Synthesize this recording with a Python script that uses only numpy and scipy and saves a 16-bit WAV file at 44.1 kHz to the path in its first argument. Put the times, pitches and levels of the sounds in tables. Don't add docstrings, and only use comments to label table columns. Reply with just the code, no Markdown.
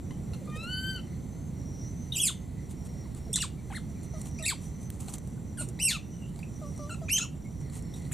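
import sys
import numpy as np
from scipy import signal
from scipy.fft import rfft, irfft
from scipy.io import wavfile
from scipy.ndimage import uniform_filter1d

SR = 44100
rng = np.random.default_rng(int(sys.argv[2]) if len(sys.argv) > 2 else 0)


def volts_from_db(level):
    exponent = np.asarray(level, float) / 20
    return 10 ** exponent


def to_wav(s):
    ch = np.atleast_2d(s).T
    pcm = np.round(np.clip(ch, -1, 1) * 32767)
    wavfile.write(sys.argv[1], SR, pcm.astype(np.int16))


N = 358533


def rms_one(x):
    return x / np.sqrt(np.mean(x ** 2) + 1e-20)


def in_time(rows):
    s, *columns = np.transpose(rows)
    return [np.interp(np.arange(N) / SR, s, c) for c in columns]


def at_hz(points, hz):
    points = np.array(points)
    return np.interp(np.log(hz), np.log(points[:, 0]), points[:, 1])


def drift(rate_hz):
    r = np.exp(-2 * np.pi * rate_hz / SR)
    return rms_one(signal.lfilter([1], [1, -2 * r, r * r], rng.standard_normal(N + SR))[SR:])


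# freq_hz, likeness (0-1)
LIKENESS = [(30, 0.85), (150, 0.94), (300, 0.7), (700, 0.34), (2000, 0.94), (6000, 1), (9000, 0.66),
            (12000, 0.031), (15500, 0.12)]
# freq_hz, left_over_right_db
LEAN = [(30, -4), (125, -3.5), (250, -2), (500, -1), (1200, 2.7), (3000, 2.5), (6000, -1.5), (12000, -1)]


def coloured(spectrum):
    hz = np.maximum(np.arange(N // 2 + 1) * SR / N, 5)
    mid, side = rfft(rng.standard_normal((2, N)))
    alike = np.clip(at_hz(LIKENESS, hz), 0, 1)
    lean = volts_from_db(at_hz(LEAN, hz) / 2)
    mid, side = np.sqrt(1 + alike) * mid, np.sqrt(1 - alike) * side
    pair = [(mid + side) * lean, (mid - side) / lean]
    inside = (hz > spectrum[0][0]) & (hz < spectrum[-1][0])
    return rms_one(irfft(pair * volts_from_db(at_hz(spectrum, hz)) * inside, N))


def buzz(hz, width_hz):
    phase = 2 * np.pi * np.cumsum(hz + np.zeros(N)) / SR
    return rms_one(drift(width_hz) * np.cos(phase) + drift(width_hz) * np.sin(phase))


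def unfold(calls, way):
    return [[(s + share * length, bend * (start_hz + share * (end_hz - start_hz)), db + effort_db, pressed)
             for share, bend, effort_db, pressed in way]
            for s, length, start_hz, end_hz, db in calls]


# start_s, pitch_hz, effort_db, pressed_db_per_octave
WHISTLE = [(.475, 1208, -48.5, -16), (.55, 1219, -48, -7), (.62, 1337, -47.5, 4.5), (.66, 1380, -42.5, -5),
           (.7, 1491, -40, 2), (.8, 1526, -36, 3.5), (.9, 1549, -35, 0), (.96, 1513, -40.5, 3),
           (1.0, 1306, -56, -8)]
# freq_hz, gain_db
PURSED = [(1400, -0.5), (3000, -1.5), (4650, -6), (5300, -17), (6100, -26), (7700, -16), (9200, -28.5),
          (10800, -18), (12300, -23)]


def whistle():
    return [(WHISTLE, PURSED)]


# start_s, pitch_hz, effort_db, pressed_db_per_octave
SCREAMS = [
    [(2.122, 2750, -54, 5), (2.145, 3274, -38, -4), (2.17, 2334, -37, 3.5), (2.204, 3420, -30, -0.5),
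     (2.22, 2930, -30, 7), (2.24, 2572, -29.5, 2.5), (2.263, 2410, -28.5, 8), (2.285, 1776, -31, 1),
     (2.31, 954, -51.5, -33)],
    [(5.79, 1816, -45, -10), (5.8, 2560, -37.5, -0.5), (5.825, 3070, -30.5, 4), (5.838, 2687, -27, 10),
     (5.858, 2775, -22, 6), (5.876, 2702, -29, 0), (5.893, 2150, -26.5, 6.5), (5.935, 1436, -37, -1),
     (5.973, 1153, -42.5, -13)],
    [(7.084, 886, -57.5, 3), (7.1, 2432, -30.5, -8), (7.109, 2753, -33, -8), (7.125, 2767, -28, 6.5),
     (7.14, 3104, -22, -2), (7.153, 3137, -24, -11), (7.163, 3186, -24, -5), (7.174, 2330, -36, 2),
     (7.19, 1425, -29, 12)],
]
# freq_hz, gain_db
SCREAM_MOUTHS = [
    [(1200, -15), (2500, -2), (3400, 13), (5200, -5.5), (7700, 8), (9000, 2), (10200, 2.5), (12500, 0.5)],
    [(1200, -6), (2800, 4), (4200, 3.5), (5400, -3), (8200, 5.5), (9600, -8), (11200, 2), (12500, -6)],
    [(1200, 3), (2300, -3.5), (3100, 1.5), (5400, -7), (6300, 12.5), (8300, -2.5), (11200, -4), (13500, -8)],
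]


def screams():
    return list(zip(SCREAMS, SCREAM_MOUTHS))


# start_s, pitch_hz, effort_db, pressed_db_per_octave
YELPS = [
    [(3.329, 2660, -36, 7), (3.333, 2730, -26, 11), (3.337, 3070, -46, 6), (3.341, 3760, -24, -6),
     (3.346, 3470, -34, -10), (3.354, 3250, -52, -12)],
    [(3.358, 2130, -22.5, 19), (3.372, 1554, -47.5, -8), (3.39, 893, -42, 3)],
    [(3.402, 2684, -36, -4), (3.412, 2943, -33, -8), (3.42, 2373, -31, 11), (3.428, 1754, -37.5, -6),
     (3.44, 1217, -37.5, -6.5), (3.455, 905, -45, -29)],
    [(3.702, 874, -44, -23), (3.72, 722, -44, -11), (3.74, 1520, -51, -14), (3.758, 2190, -42.5, 0),
     (3.77, 1840, -40.5, -2.5), (3.785, 1200, -51, -23)],
    [(4.425, 2012, -45, 3), (4.445, 1795, -42, -5), (4.455, 1930, -38, 5), (4.464, 2695, -30.5, -3.5),
     (4.474, 2730, -36, 0), (4.485, 2325, -28.5, -3), (4.5, 1930, -34, 6), (4.52, 1185, -40, -9),
     (4.538, 830, -44, -37)],
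    [(8.112, 896, -53.5, -11), (8.123, 2150, -44.5, -2), (8.13, 2540, -37, 2)],
]
# freq_hz, gain_db
YELP_MOUTHS = [
    [(1200, -6), (2700, -1), (3700, 2), (5500, 7), (7000, -2), (8300, 13), (11000, -7), (12500, -12)],
    [(1000, -5), (2000, -3.5), (4100, 2.5), (6000, -4), (8200, 6), (9600, -7), (11000, -12), (12500, -18)],
    [(1000, -1.5), (2000, -3), (2900, 0), (4300, 7), (5700, -0.5), (8400, 12), (10000, -8), (12500, -6)],
    [(800, 0), (2100, 7), (4200, 5), (5200, -21), (8000, 6), (9600, 3), (11000, 4), (12500, -10)],
    [(1000, -3), (2600, 1), (4300, 5), (5600, -14), (7600, 10.5), (9200, 1.5), (10800, 3), (12500, -8)],
    [(1200, -8), (2500, 4), (3800, -9), (5000, -23), (7600, 12), (9600, 5), (11500, 10), (14000, -2)],
]


def yelps():
    return list(zip(YELPS, YELP_MOUTHS))


# start_s, pitch_hz, effort_db, pressed_db_per_octave
SOB = [(7.195, 1427, -38, -4), (7.207, 1254, -38.5, 10), (7.23, 1446, -38.5, 2.5), (7.245, 1260, -48, -4),
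       (7.26, 990, -55, -14)]
# start_s, length_s, start_hz, end_hz, effort_db
CHIRPS = [(.334, 0.0166, 1330, 1300, -53), (4.388, 0.0247, 2310, 2700, -49.5),
          (7.938, 0.015, 3480, 3750, -54), (.107, 0.013, 940, 1000, -53), (6.39, 0.013, 2400, 1900, -58.5)]
# length_share, pitch_ratio, effort_db, pressed_db_per_octave
CHIRP_WAY = [(0, 1.0, 4, -1), (.5, 1.1, -3, 5.5), (1, 1.0, -2.5, -14)]
# freq_hz, gain_db
THROAT = [(1200, 3.5), (2800, 1), (4000, 3), (4700, -5), (5900, -11), (8000, 5.5), (9600, -4), (11000, -8),
          (15500, -30)]
LIPS = [.8, 1.3, 1.04, 1.05, 0.96, 1.3]


def sob_and_chirps():
    mouths = [np.array(THROAT) * [ratio, 1] for ratio in LIPS]
    return list(zip([SOB] + unfold(CHIRPS, CHIRP_WAY), mouths))


# start_s, pitch_hz, effort_db, pressed_db_per_octave
YIP = [(5.573, 1710, -51.5, -4), (5.59, 1398, -42, 4), (5.61, 1470, -41.5, -0.5), (5.62, 1330, -45, 7),
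       (5.63, 1090, -57, -4)]
# freq_hz, gain_db
BARED = [(1400, -2), (2800, -11), (4300, -11), (6000, -26), (8000, 3), (9300, 5), (11000, -6), (15500, -36)]
# start_s, length_s, start_hz, end_hz, effort_db
GRUNTS = [(6.894, 0.054, 1520, 1318, -45)]
# length_share, pitch_ratio, effort_db, pressed_db_per_octave
GRUNT_WAY = [(0, 1.0, 1.5, -0.14), (.27, .905, 3.5, -0.097), (.76, 1.04, 0.5, -.5), (1, .97, 0, -1.3)]
# freq_hz, gain_db
AJAR = [(1400, -4), (2800, -11), (4300, -16.5), (5500, -22), (7800, -2), (9500, -19), (15500, -24)]


def yip_and_grunt():
    return list(zip([YIP] + unfold(GRUNTS, GRUNT_WAY), (BARED, AJAR)))


# start_s, length_s, start_hz, end_hz, effort_db
COOS = [(4.137, 0.071, 668, 641, -51.5), (4.397, 0.067, 666, 680, -51), (6.616, 0.085, 643, 582, -48.5),
        (6.792, 0.144, 604, 640, -49), (7.016, 0.049, 696, 657, -48.5)]
# length_share, pitch_ratio, effort_db, pressed_db_per_octave
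COO_WAY = [(0, 0.99, 4.5, -2.5), (.42, 0.93, 2, 1), (1, 1.0, -10, -5)]
# freq_hz, gain_db
SHUT = [(600, -1), (1200, -3.5), (1800, -59), (3000, -26.5), (7800, -16), (15500, -45)]


def coos():
    return [(rows, SHUT) for rows in unfold(COOS, COO_WAY)]


# centre_s, half_length_s
BREAKS = [(3.366, 0.01), (4.511, 0.0073), (5.915, 0.0183), (7.195, 0.015)]


def sing(rows, mouth, ragged, shake, breath, flutter, turn):
    jitter, hoarse_db, half_db = 0.0066, -3, -24
    edge_s, port_turn_rad = 0.00062, 0.99
    breath_hz = 7600
    knee = 2.64
    roll_off_db_per_octave, glide_loss_db = 4.5, 1.58
    top_hz, top_loss_db_per_khz = 12500, 5
    flutter_db, ragged_db = 1.6, 7

    s, hz, effort_db, pressed = np.transpose(rows)
    span = np.arange(int(s[0] * SR), min(int((s[-1] + edge_s) * SR), N))
    t = span / SR
    pitch = uniform_filter1d(np.interp(t, s, hz), size=330, mode="nearest")
    strain = np.clip(np.abs(np.gradient(np.log(pitch)) * SR) / 12, .06, 1)
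    crack = sum(np.exp(-((t - at) / length) ** 4) for at, length in BREAKS)
    wobble = (jitter * strain + 0.07 * crack) * shake[span]
    phase = 2 * np.pi * np.cumsum(pitch * (1 + wobble)) / SR

    order = np.arange(1, 12)[:, None]
    slope = np.interp(t, s, pressed)
    colour = at_hz(mouth, order * pitch) + slope * np.log2(np.minimum(order, knee))
    colour = colour - roll_off_db_per_octave * np.log2(np.maximum(order / knee, 1))
    colour = colour - glide_loss_db * order * strain
    if ragged > 0:
        colour = colour - top_loss_db_per_khz * np.maximum(order * pitch - top_hz, 0) / 1000
    effort = np.interp(t, s, effort_db)
    even = effort - 10 * np.log10(np.sum(volts_from_db(2 * colour), axis=0))

    hiss_db = even + at_hz(mouth, breath_hz) + hoarse_db
    hiss_db = hiss_db + slope * np.log2(np.minimum(breath_hz / pitch, knee))
    puffs = 1 + 0.1 * np.cos(phase)
    voice = volts_from_db(hiss_db - 14) * (strain + 0.21 * crack) * breath[:, span] * puffs
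    voice = voice + volts_from_db(effort + half_db) * np.minimum(crack, 1) * np.sin(phase / 2)

    apart = np.array([[.5], [-.5]])
    for k in range(1, 12):
        late = span - k * SR // 10
        unrest = 0.029 + 0.88 * min(k, knee) * strain
        db = even + colour[k - 1] + flutter_db * unrest * flutter[k % 4][span]
        db = db + (k > 1) * ragged * ragged_db * shake[late] + (k > 3) * 4.2 * turn[late]
        shift = apart * port_turn_rad * (k * pitch / 12000) ** 3 * turn[span]
        level = np.sqrt(2) * volts_from_db(db + apart * at_hz(LEAN, k * pitch))
        voice = voice + level * np.sin(k * phase + k * k + shift) * (k * pitch < 15000)
    edges = np.clip(np.minimum(t - s[0], s[-1] + edge_s - t) / edge_s, 0, 1)
    return span, voice * edges


# start_s, level_db
FAINT_COO = [(.515, -69), (.53, -55), (.56, -47), (.58, -79)]


def faint_coo():
    t = np.arange(N) / SR
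    level = volts_from_db(in_time(FAINT_COO)[0]) * (t > FAINT_COO[0][0]) * (t < FAINT_COO[-1][0])
    return level * (np.sin(2 * np.pi * 1850 * t) + 0.62 * np.sin(2 * np.pi * 3085 * t))


RAGGED = [.55, .35, .2, .15, .5, .35, .55, .55, .2, .5, .3, .5, .3, .2, .2]


def monkeys():
    out = np.zeros((2, N))
    shake, turn = drift(288), drift(39)
    flutter = [drift(74) for k in range(4)]
    breath = coloured([(2500, -23), (5000, -30), (7500, 0), (11000, 8), (15500, -4)])
    wide = screams() + yelps() + sob_and_chirps()
    calls = [(rows, mouth, ragged) for (rows, mouth), ragged in zip(wide, RAGGED)]
    calls += [(rows, mouth, .2) for rows, mouth in yip_and_grunt()]
    calls += [(rows, mouth, 0) for rows, mouth in whistle() + coos()]
    for rows, mouth, ragged in calls:
        span, voice = sing(rows, mouth, ragged, shake, breath, flutter, turn)
        out[:, span] += voice
    return out + faint_coo()


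# peak_s, level_db, length_s
SWISH = [(0.563, -52.5, 0.0087), (0.64, -54, 0.014), (.345, -63, 0.011), (2.713, -52.5, 0.021),
         (2.862, -52, 0.013), (3.175, -53, 0.016), (3.694, -62, 0.029), (3.753, -52.5, 0.029),
         (3.908, -64, 0.023), (4.047, -56.5, 0.02), (4.205, -56.5, 0.057), (4.273, -50, 0.019),
         (4.646, -54, 0.046), (4.83, -57.5, 0.035), (4.943, -57, 0.029), (5.016, -49, 0.023),
         (5.058, -57, 0.028), (5.096, -46.5, 0.015), (5.144, -44.5, 0.02), (5.304, -64, 0.098),
         (5.62, -46.5, 0.031), (5.692, -54, 0.013), (6.29, -61, 0.014), (6.392, -65, 0.061),
         (6.752, -63, 0.31), (7.225, -49, .035), (7.612, -64, 0.018), (7.761, -47.5, 0.036),
         (7.972, -55, 0.033), (8.068, -60, 0.037)]
# freq_hz, level_db_per_hz
LEAF = [(710, 3.5), (1200, -1), (1590, -12.5), (2680, -7.5), (3730, -8), (5150, -11.5), (7170, 0),
        (8420, 3), (15500, -16.5)]


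def swishes(grains_per_s=2500, grain_db=5.5):
    t = np.arange(N) / SR
    level = sum(volts_from_db(db) * np.exp(-((t - s) / length) ** 2) for s, db, length in SWISH)
    grain_level = volts_from_db(grain_db * np.minimum(rng.exponential(1, N), 4))
    grains = (rng.random(N) < grains_per_s / SR) * grain_level
    density = signal.lfilter([1], [1, -.97], grains)
    return level * rms_one(coloured(LEAF) * np.sqrt(0.49 + density))


# start_s, peak_db, low_part_db
SNAPS = [(.107, -52, 8), (.334, -46, 7), (.346, -48, 9), (6.431, -52, 6), (0.4556, -42, -8),
         (0.57, -36, -3), (0.632, -47, 1), (0.961, -36.5, -9), (3.147, -34, -7), (4.032, -36, -8),
         (4.193, -45, -15), (4.207, -40, -8), (4.228, -47, -15), (4.237, -48, -12), (4.311, -41, -4),
         (6.381, -44, -15), (6.39, -41, 2), (5.696, -42, -20), (8.051, -46, 8), (0.499, -42, 3),
         (4.214, -23.5, -14.5), (4.256, -36.5, -2), (5.005, -30, -19), (5.083, -32.5, 5),
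         (5.1374, -20.5, -6), (5.1822, -30, -9), (5.687, -26.5, -25), (6.359, -39, -4), (6.761, -40, -22),
         (6.776, -35, -7), (7.446, -57, -11), (7.612, -40, -4), (7.698, -38.5, -3), (7.823, -34, -22),
         (8.02, -40, -2)]


def snaps(decay_s=0.0033):
    out = np.zeros((2, N))
    high = coloured([(4000, -14.0), (7500, 15.5), (10000, 10.0), (15800, -19.0)])
    low = coloured([(700, 19.5), (2000, -7), (4500, 12.0)])
    after = np.arange(int(8 * decay_s * SR)) / SR
    shape = np.minimum(after / decay_s / 0.34, 1) * np.exp(-after / decay_s)
    for s, db, low_db in SNAPS:
        span = slice(int(s * SR), int(s * SR) + len(after))
        out[:, span] += volts_from_db(db - 9) * shape * (high[:, span] + volts_from_db(low_db) * low[:, span])
    return out


# start_s, peak_db
TICKS = [(4.9025, -32), (5.009, -42), (5.029, -51), (5.044, -47), (5.123, -45), (5.141, -38), (5.183, -41),
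         (5.274, -44.5), (4.257, -46), (7.449, -50)]


def ticks(decay_s=0.0013):
    out = np.zeros((2, N))
    crisp = coloured([(1000, -13), (4000, -6), (5200, -11), (8000, 1), (15800, -6)])
    after = np.arange(int(0.0264 * SR)) / SR
    for s, db in TICKS:
        span = slice(int(s * SR), int(s * SR) + len(after))
        out[:, span] += volts_from_db(db) * np.exp(-after / decay_s) * crisp[:, span]
    return out


# start_s, peak_db, pitch_hz
GULPS = [(0.352, -59, 483), (0.414, -55, 495), (0.482, -53, 452), (0.557, -52, 455), (0.629, -56, 517),
         (3.264, -61, 640), (3.292, -50.5, 403), (2.95, -59, 520), (3.052, -63.5, 900), (5.606, -51.5, 547),
         (5.675, -54, 344), (5.786, -65, 790)]


def gulps(ring_s=0.0069, fall=0.36):
    out = np.zeros(N)
    after = np.arange(int(.06 * SR)) / SR
    for s, db, hz in GULPS:
        phase = 2 * np.pi * np.cumsum(hz * (1 + fall * np.exp(-after / ring_s))) / SR
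        shape = after / ring_s * np.exp(-after / ring_s)
        start = int(s * SR)
        out[start:start + len(after)] += volts_from_db(db + 18.5) * shape * np.sin(phase)
    return out


# start_s, level_db, start_hz,
# end_hz, length_s
BIRDS = [(2.121, -42, 3640, 3890, 0.0087), (3.569, -57, 2355, 2220, 0.029), (3.948, -63, 2340, 2260, 0.04),
         (5.373, -58.5, 1570, 1460, 0.015), (6.429, -46, 2320, 3030, 0.0052),
         (7.084, -39, 2490, 2370, 0.0087), (7.443, -60, 2170, 2070, 0.029), (6.129, -65, 3000, 3000, 0.043),
         (6.178, -61, 3020, 2980, .02), (6.205, -61, 2840, 2800, 0.059), (6.26, -66, 3050, 2950, .05),
         (7.22, -46, 2860, 2780, 0.024)]


def birds():
    out, waver, flicker = np.zeros(N), drift(100), drift(32)
    for s, db, start_hz, end_hz, length in BIRDS:
        span = np.arange(int(s * SR), int((s + length) * SR))
        hz = np.linspace(start_hz, end_hz, len(span)) * (1 + 0.025 * waver[span])
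        phase = 2 * np.pi * np.cumsum(hz) / SR
        out[span] += volts_from_db(db + 4.9 * flicker[span]) * np.hanning(len(span)) ** 0.23 * np.sin(phase)
    return out


# start_s, length_s, start_hz, end_hz, level_db
CICADA = [(-.1, 0.68, 5880, 6140, -67), (0.504, 0.4, 5840, 6150, -67), (0.999, 0.48, 5870, 6290, -69),
          (1.556, 0.83, 5770, 6180, -61.5), (2.2, 0.37, 6200, 6230, -65), (2.63, 0.89, 5830, 5650, -67.5),
          (3.45, 1.6, 5910, 5940, -63), (4.95, 1.44, 5980, 5820, -65.5), (6.42, 0.62, 5800, 6030, -66),
          (7.2, 0.81, 5870, 5620, -69)]


def cicada(swell_s=0.17, fade_s=0.24, rest_db=-71):
    t = np.arange(N) / SR
    glide, level_db = [], rest_db
    for s, length, start_hz, end_hz, db in CICADA:
        glide += [(s, start_hz), (s + length, end_hz)]
        swell = np.minimum((t - s) / swell_s, (s + length - t) / fade_s)
        level_db = level_db + (db - rest_db) * np.clip(swell, 0, 1)
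    hz, = in_time(glide)
    return volts_from_db(level_db + 5.4 * drift(3.55)) * buzz(hz + 70 * drift(2.6), width_hz=140)


def cricket():
    throb = np.sin(2 * np.pi * np.cumsum(9.1 + 0.84 * drift(0.5)) / SR - 1.2)
    pulse = np.clip(0.85 + 0.25 * throb, 0, 2)
    return volts_from_db(-68 + 1.0 * drift(3.3)) * pulse * buzz(7340, width_hz=85)


def katydids():
    return volts_from_db(-99.0 + 12.0 * drift(2.1)) * buzz(8400, width_hz=230)


# start_s, level_db
FROGS = [(0, -88), (.33, -67.5), (2.0, -72), (2.5, -66), (3.5, -71.5), (4.35, -66), (5.3, -72.5),
         (6.8, -74), (7.5, -98), (7.62, -63), (8.13, -64.5)]


def frogs():
    level = volts_from_db(in_time(FROGS)[0] - 2 + 3 * drift(9))
    return level * (buzz(2030, width_hz=150) + .6 * buzz(4250, width_hz=200))


# start_s, level_db
RUMBLE = [(0.0, -36.5), (2.08, -37.5), (7.61, -37.5), (8.13, -36.5)]
# freq_hz, level_db_per_hz
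LOW = [(12, -66), (20, -7), (34, -23), (57, -1), (107, -3.5), (146, -0.5), (229, -7.5), (285, -13),
       (401, -20), (619, -27), (665, -27.5), (1500, -42.5), (1950, -57), (3300, -120)]


def rumble():
    return volts_from_db(in_time(RUMBLE)[0]) * coloured(LOW)


# freq_hz, level_db_per_hz
AIR = [(710, 4.5), (1200, -8.5), (1620, -7), (1950, 0), (2780, -7.5), (4060, -5.5), (5150, -12.5),
       (7350, -4.5), (7840, -3), (14800, -13), (15800, -5)]


def air(level_db=-62):
    return volts_from_db(level_db + .7 * drift(0.43)) * coloured(AIR)


def thicket(x, t60_s=0.16, first_s=0.00037, wet_db=-5.0, alike=0.91, bank_t60_s=0.3, bank_db=-8):
    after = np.arange(int(.4 * SR)) / SR
    sparse = rng.random((3, len(after))) < .2
    shared, *own = rng.standard_normal((3, len(after))) * sparse
    echoes = shared * np.sqrt(alike) + np.array(own) * np.sqrt(1 - alike)
    echoes = echoes * volts_from_db(-60 * after / t60_s) * np.clip(after / first_s - .3, 0, 1)
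    stalk_band = signal.butter(2, [2000, 11000], "band", fs=SR, output="sos")
    echoes = signal.sosfilt(stalk_band, echoes)
    bank_band = signal.butter(1, [2500, 3300], "band", fs=SR, output="sos")
    bank = signal.sosfilt(bank_band, shared[::-1] * volts_from_db(bank_db - 60 * after / bank_t60_s))
    echoes = echoes + bank * np.clip(after / 0.018, 0, 1)
    echoes = echoes / np.sqrt(np.mean(np.sum(echoes ** 2, axis=1)))
    return x + volts_from_db(wet_db) * signal.fftconvolve(x, echoes, axes=1)[:, :N]


def scene():
    near = swishes() + snaps() + ticks() + gulps()
    far = cicada() + cricket() + katydids() + frogs() + rumble() + air()
    return thicket(monkeys() + birds()) + near + far


def gain_control(x, knee_db=-34, share=0.13, release_db_per_s=13.0):
    t = np.arange(N) / SR
    level = 10 * np.log10(uniform_filter1d(np.mean(x ** 2, axis=0), size=2000) + 1e-12)
    held = np.maximum.accumulate(level + release_db_per_s * t) - release_db_per_s * t
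    return volts_from_db(-share * uniform_filter1d(np.maximum(held - knee_db, 0), size=2000))


def band_limit(x):
    return signal.sosfilt(signal.butter(12, 16010, fs=SR, output="sos"), x)


def record(dry):
    top_cut = signal.cheby2(24, 50, 15660, fs=SR, output="sos")
    mix = signal.sosfilt(top_cut, dry * gain_control(dry))
    return band_limit(mix)


dry = scene()
out = record(dry)
to_wav(out)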